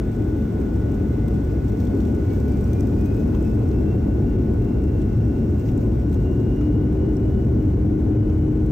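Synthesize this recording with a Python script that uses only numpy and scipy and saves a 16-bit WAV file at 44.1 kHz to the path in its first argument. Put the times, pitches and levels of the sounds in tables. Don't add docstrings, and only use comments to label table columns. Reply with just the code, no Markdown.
import sys
import numpy as np
from scipy import signal
from scipy.fft import rfft, irfft, next_fast_len
from scipy.io import wavfile
from scipy.ndimage import uniform_filter1d, minimum_filter1d

SR = 44100
rng = np.random.default_rng(int(sys.argv[2]) if len(sys.argv) > 2 else 0)


def master_out(mix):
    frames = np.transpose(np.atleast_2d(mix))
    ceiling = np.clip(frames, -1, 1)
    pcm = np.round(ceiling * 32767).astype(np.int16)
    wavfile.write(sys.argv[1], SR, pcm)


N = 384111
TIME = np.arange(N) / SR
# f/Hz, level/dB
WHITE = [(20, 0), (20000, 0)]


def from_db(db):
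    return 10 ** (np.asarray(db) / 20)


def unit_rms(x):
    return x / np.sqrt(np.mean(x ** 2) + 1e-20)


def over_time(curve):
    return np.interp(TIME, *np.transpose(curve))


def at_hz(curve, hz):
    known_hz, values = np.transpose(curve)
    return np.interp(np.log(hz + 1), np.log(known_hz), values)


def bell(x, centre, width):
    return 0.5 ** ((2 * (x - centre) / width) ** 2)


def drift(rate_hz):
    hop, settle = 100, 2000
    pole = np.exp(-2 * hop * np.pi * rate_hz / SR)
    noise = rng.standard_normal(N // hop + settle + 2)
    slow = signal.lfilter([1], [1, -2 * pole, pole * pole], noise)[settle:]
    return np.interp(np.arange(N) / hop, np.arange(len(slow)), unit_rms(slow))


def cabin_noise(spectrum):
    # f/Hz, correlation
    likeness = [(70, .9995), (150, .99), (300, .92), (400, .8), (530, 0), (1000, -.05), (1850, .82),
                (2700, .42), (4800, .1), (6000, .7), (8000, -.25), (9300, -.97), (11000, -.96), (14500, .9)]
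    # f/Hz, left minus right/dB
    balance = [(60, .1), (110, .7), (200, 2), (350, 3.3), (700, .4), (4400, -.2), (8000, 0)]
    size = next_fast_len(N)
    hz = np.arange(size // 2 + 1) * SR / size
    mid, side = rfft(rng.standard_normal((2, size)))
    correlation = np.clip(at_hz(likeness, hz), -1, 1)
    sign = np.array([[1], [-1]])
    field = np.sqrt(1 + correlation) * mid + sign * np.sqrt(1 - correlation) * side
    rolloff = np.maximum(hz / spectrum[-1][0], 1) ** -6
    gain = from_db(at_hz(spectrum, hz) + sign * at_hz(balance, hz) / 2)
    return unit_rms(irfft(field * rolloff * gain, size)[:, :N])


def cabin_tone(hz, scatter, rate_hz, apart_rad=0):
    carrier = np.exp(2j * np.pi * np.cumsum(hz) / SR)
    paths = np.array([np.exp(1j * apart_rad * channel) + scatter * (drift(rate_hz) + 1j * drift(rate_hz))
                      for channel in range(2)])
    return unit_rms((paths * carrier).real)


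def cabin_gain(hz):
    # f/Hz, width/Hz, level/dB
    peaks = [(296, 6, -36), (300.5, 2.6, -22), (303.7, 2.3, -27.5), (306.8, 1, -28), (308.1, 2.2, -24.6),
             (310, 2.4, -25.8), (364, 22, -34.5), (380.3, 6, -31), (388, 8, -41), (1925, 24, -67),
             (2060, 64, -62), (2135, 56, -67.5), (2216, 28, -66.5), (2260, 32, -62.5), (2323, 34, -62),
             (2410, 30, -59.5), (2508, 62, -57.5), (2590, 44, -62), (2500, 900, -71), (2674, 22, -60.5),
             (2709, 28, -56.5), (2738, 24, -63.3), (2752, 20, -64.5), (2785, 22, -66), (2809, 30, -60),
             (2844, 36, -59.5), (2882, 26, -67), (2903, 14, -64.5), (2936, 12, -70.5), (4310, 60, -75),
             (4520, 70, -71), (4645, 85, -71), (4970, 190, -72.7), (5200, 80, -70), (5350, 130, -73),
             (5468, 28, -72), (5565, 40, -75), (5678, 38, -71)]
    grid_hz = np.linspace(hz.min(), hz.max(), 2000)
    power = sum((from_db(db) * bell(grid_hz, peak_hz, width_hz)) ** 2 for peak_hz, width_hz, db in peaks)
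    return np.interp(hz, grid_hz, np.sqrt(power))


def resonate(x, hz, width_hz):
    r = np.exp(-np.pi * width_hz * np.sqrt(2) / SR)
    section = [(1 - r * r) / 2, 0, (r * r - 1) / 2, 1, -2 * r * np.cos(2 * np.pi * hz / SR), r * r]
    return signal.sosfilt([section, section], x + 1e-18) * np.sqrt(SR / 2 / width_hz)


def ring_through(x, resonances):
    return sum(from_db(db) * resonate(x, hz, width_hz) for hz, width_hz, db in resonances)


def exhaust_rumble(spool, surge):
    # f/Hz, level/dB
    spectrum = [(8, -26.5), (15, -24), (30, -22), (38, -15.5), (48, -2), (66, 2), (88, -3), (115, -1),
                (135, -8.5), (150, -6), (172, -16.5), (230, -34.5)]
    return from_db(-24.5 + 5.5 * spool + 2 * surge) * cabin_noise(spectrum)


def tyre_drone(final_db=-24.5):
    # f/Hz, level/dB
    spectrum = [(60, -29), (80, 4), (112, 3), (135, -11.5), (155, -8.5), (185, -16.5), (260, -24.5)]
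    speed = TIME / TIME[-1]
    return from_db(final_db) * speed ** 0.74 * cabin_noise(spectrum)


def jet_roar(spool, surge):
    # f/Hz, level/dB
    spectrum = [(140, -19), (180, -4.5), (215, 0.5), (265, -2.5), (300, -0.95), (350, -7), (405, -7.5),
                (450, -11.5), (510, -17), (720, -25), (950, -33.5), (1050, -32.5), (1200, -45.5)]
    level_db = -26 + 2 * spool + 2.5 * surge + 0.91 * drift(rate_hz=13)
    return from_db(level_db) * cabin_noise(spectrum)


def fan_whine(blade_hz, floor_db=-78, octave_floor_db=-79):
    # t/s, length/s, depth/dB
    dips = [(4.21, .08, 7), (4.52, .16, 6), (5.50, .08, 11), (5.70, .07, 6), (6.02, .2, 10), (7.88, .18, 7)]
    # f/Hz, phase difference/rad
    phases = [(2400, .4), (2510, 1.2), (2600, .5), (2700, .7), (2730, 2.1), (2748, 1.3), (2765, .6),
              (2950, .6)]
    hz = blade_hz * (1 + 0.0009 * drift(rate_hz=12))
    dip_db = sum(db * bell(TIME, at_s, length_s) for at_s, length_s, db in dips)
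    whine = cabin_tone(hz, scatter=0.42, rate_hz=18, apart_rad=at_hz(phases, blade_hz))
    whine *= np.hypot(from_db(floor_db), cabin_gain(blade_hz))
    octave = cabin_tone(2 * hz, scatter=1.1, rate_hz=18)
    octave *= np.hypot(from_db(octave_floor_db), cabin_gain(2 * blade_hz))
    return from_db(-dip_db) * whine + octave


def ventilation(surge, sink_db_per_s=0.17):
    # f/Hz, level/dB
    spectrum = [(600, -10.5), (1150, -2), (1450, 0.5), (1850, -7.5), (2060, -4.5), (2350, -10), (2800, -13),
                (3150, -17), (3500, -17.5), (4100, -19), (5500, -34)]
    # f/Hz, initial level re rush/dB, waver/Hz, fade weight
    blower_tones = [(1400, -16, 4, 0.3), (1470.5, -1.8, 3.5, 0.85), (3482, -20.5, 38, 2)]
    # f/Hz, width/Hz, initial level re rush/dB
    hollows = [(556, 53, 2), (727.5, 53, 2), (844, 71, 0.5), (1051, 150, -7)]
    whistle_fade_db, hollow_fade_db = -0.73 * TIME, -0.16 * TIME
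    whistle = np.zeros((2, N))
    for hz, db, waver_hz, fade_weight in blower_tones:
        tone = cabin_tone(hz + waver_hz * drift(rate_hz=8), scatter=0.035, rate_hz=2.6)
        whistle += from_db(db + fade_weight * whistle_fade_db) * tone
    hollow = from_db(hollow_fade_db) * ring_through(cabin_noise(WHITE), hollows)
    level_db = -53 + surge - sink_db_per_s * TIME
    return from_db(level_db) * (cabin_noise(spectrum) + hollow + whistle)


def trim_rings(friction, snap_hz, body_db, ring_db, sizzle_db):
    # f/Hz, width/Hz, gain re snap/dB
    modes = [(3550, 1600, body_db), (0.76 * snap_hz, 760, ring_db),
             (snap_hz, 2000, 0), (13500, 6500, sizzle_db)]
    return ring_through(friction, modes)


def trim_rattle(base_rate_hz=45, decay_s=0.003):
    # t/s, level/dB
    treble = [(0, -60), (1.2, -60), (2.7, -57.5), (4.4, -61.5), (5.8, -61), (7.5, -63), (8.71, -63.5)]
    treble_db = over_time(treble)
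    onsets = rng.random(N) < base_rate_hz * from_db(4 * drift(rate_hz=5)) / SR
    sizes = from_db(6.5 * np.minimum(rng.exponential(1, N), 2))
    slips = signal.lfilter([1], [1, -np.exp(-1 / (decay_s * SR))], onsets * sizes + 1e-18)
    rings = trim_rings(slips * cabin_noise(WHITE), snap_hz=7800, body_db=-6, ring_db=-4, sizzle_db=-1)
    rattle_db = -69.5 + 2 * (treble_db - treble_db.mean())
    # f/Hz, level/dB
    spectrum = [(1500, -12), (2300, 4.5), (2750, 7), (3200, 1.5), (3500, .5), (4300, 0), (5200, 2.3),
                (7000, 0), (8600, 1), (10000, -1.2), (12000, -3.2), (14300, -1.7), (16000, -5)]
    hiss_db = treble_db + 1.5 + 0.5 * drift(rate_hz=12)
    return from_db(rattle_db) * unit_rms(rings) + from_db(hiss_db) * cabin_noise(spectrum)


def slip(start_s, level_db, t60_s, rise_s=0.0014):
    envelope, start = np.zeros(N), int(start_s * SR)
    age_s = TIME[:min(SR // 4, N - start)]
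    rise = 1 - np.exp(-age_s / rise_s)
    envelope[start:start + len(age_s)] = rise * from_db(level_db - 60 * age_s / t60_s)
    return envelope


def trim_ticks(boost_db=2):
    # body/dB, ring/dB, sizzle/dB
    ticks = [(0.601, -45, 0.017, 8600, -20, -18, -1), (0.943, -47, .014, 7400, -14, -10, -8),
             (1.280, -44, .025, 8300, -4, -10, -2), (1.719, -54, .035, 7500, -2, -1, -1),
             (1.800, -50, 0.038, 8000, -2, -1, 1), (1.868, -52, .035, 7500, 2, 0, -3),
             (1.971, -46, .014, 8500, -12, -14, 1), (2.002, -50, .025, 7500, 3, 1, -2),
             (2.05, -50, .04, 7500, -4, -4, -3), (2.301, -54, .03, 7500, 4, -3, -3),
             (2.331, -52, .04, 8500, -1, -7, 2), (2.479, -56, .044, 8500, -6, -2, 6),
             (2.641, -39, .012, 7800, -17, -3, -3), (2.677, -45, .014, 8000, -12, -8, -2),
             (2.73, -42, .022, 8300, -2, 0, 2), (2.806, -32, 0.01, 8100, -19, -1, -4),
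             (3.055, -50, .05, 8500, -6, -7, 3), (3.426, -39, .012, 7600, -20, -18, -9),
             (3.713, -57, 0.023, 8000, 5, 3, 3), (4.836, -47, .018, 7800, -12, -3, -1),
             (5.014, -53, .06, 7700, -3, -5, -3), (5.594, -48, .025, 7500, -8, -5, 1),
             (5.776, -36, .0098, 7700, -20, -17, -8), (6.113, -47, .014, 7500, -12, -3, -8),
             (6.127, -45, 0.024, 8300, -8, -9, -3), (6.141, -49, .03, 8560, -1, -4, 0),
             (6.399, -51, .018, 7500, -8, -4, -3), (7.167, -44, .015, 7400, -15, 1, -5),
             (7.345, -52, .015, 7500, -5, -12, -6), (7.624, -58, .02, 7500, -8, 2, 7),
             (8.662, -48, .018, 7800, -8, -5, -5)]
    friction = cabin_noise(WHITE)
    out = np.zeros((2, N))
    for start_s, level_db, t60_s, *colour in ticks:
        start = int(start_s * SR)
        span = slice(start, start + SR // 8)
        envelope = slip(start_s, level_db + boost_db, t60_s)
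        out[:, span] += trim_rings(envelope[span] * friction[:, span], *colour)
    return out


def trim_rustles(grain_db=2):
    # centre t/s, length/s, level/dB
    rubs = [(1.813, .05, -60), (2.355, .06, -57), (3.203, .04, -58), (5.61, .03, -58), (5.676, .055, -55),
            (5.815, .02, -56)]
    # f/Hz, level/dB
    spectrum = [(1500, -1), (3500, -2), (6400, 3), (9500, -8), (12000, -6), (14500, 0), (16000, -2)]
    envelope = sum(from_db(db) * bell(TIME, at_s, length_s) for at_s, length_s, db in rubs)
    grain = unit_rms(from_db(grain_db * drift(rate_hz=200)))
    return envelope * grain * cabin_noise(spectrum)


def panel_knocks():
    # t/s, level/dB, t60/s
    knocks = [(3.346, -45, 0.045), (5.687, -47, 0.055), (6.608, -47.5, 0.051), (8.296, -54, .06)]
    # f/Hz, width/Hz, gain/dB
    modes = [(1100, 650, 7), (2200, 1100, 1.5), (5400, 2600, -2.5), (10000, 6000, -6)]
    friction = sum(slip(*knock) for knock in knocks) * cabin_noise(WHITE)
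    return ring_through(friction, modes)


def fan_buzz(blade_hz, blades=38, orders=(4, 5), onset_hz=2673, onset_width_hz=77):
    shocks = 0.5 + 0.5 * np.tanh((blade_hz - onset_hz) / onset_width_hz)
    shaft_hz = blade_hz / blades
    buzz = sum(cabin_gain(order * shaft_hz) * cabin_tone(order * shaft_hz, scatter=0.066, rate_hz=6.3)
               for order in orders)
    lean_left = from_db([[1], [-1]])
    return lean_left * shocks * buzz


def fan_surge(spool, smooth_s=1.5, lag_s=0.33):
    acceleration = uniform_filter1d(np.gradient(spool), size=int(smooth_s * SR))
    return np.interp(TIME - lag_s, TIME, acceleration / acceleration.max())


def limit(x, ceiling, window_samples):
    load = np.abs(x).max(axis=0) / ceiling
    gain = minimum_filter1d((1 + load ** 12) ** (-1 / 12), size=window_samples)
    for _ in range(2):
        gain = uniform_filter1d(gain, size=window_samples // 2)
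    return x * gain


def scene():
    # t/s, blade-passing f/Hz
    fan_speed = [(0.0, 1800), (0.8, 1903), (1.1, 2032), (1.5, 2112), (2.05, 2166), (3.0, 2484), (4.0, 2728),
                 (4.25, 2794), (4.7, 2749), (5.35, 2730), (5.85, 2762), (6.7, 2853), (7.4, 2908),
                 (8.71, 2947)]
    blade_hz = over_time(fan_speed)
    spool = (blade_hz - blade_hz.min()) / np.ptp(blade_hz)
    surge = fan_surge(spool)
    rumble = exhaust_rumble(spool, surge) + tyre_drone() + jet_roar(spool, surge)
    fan = fan_whine(blade_hz) + fan_buzz(blade_hz)
    inside = ventilation(surge) + trim_ticks() + trim_rustles() + panel_knocks() + trim_rattle()
    return rumble + fan + inside


def record(dry, split_hz=95, stopband_hz=16400):
    bass = signal.sosfiltfilt(signal.butter(3, split_hz, fs=SR, output="sos"), dry)
    held_bass = limit(bass, ceiling=0.15, window_samples=801)
    held = limit(dry - bass + held_bass, ceiling=0.295, window_samples=221)
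    return signal.sosfilt(signal.cheby2(16, 70, stopband_hz, fs=SR, output="sos"), held)


dry = scene()
out = record(dry)
master_out(out)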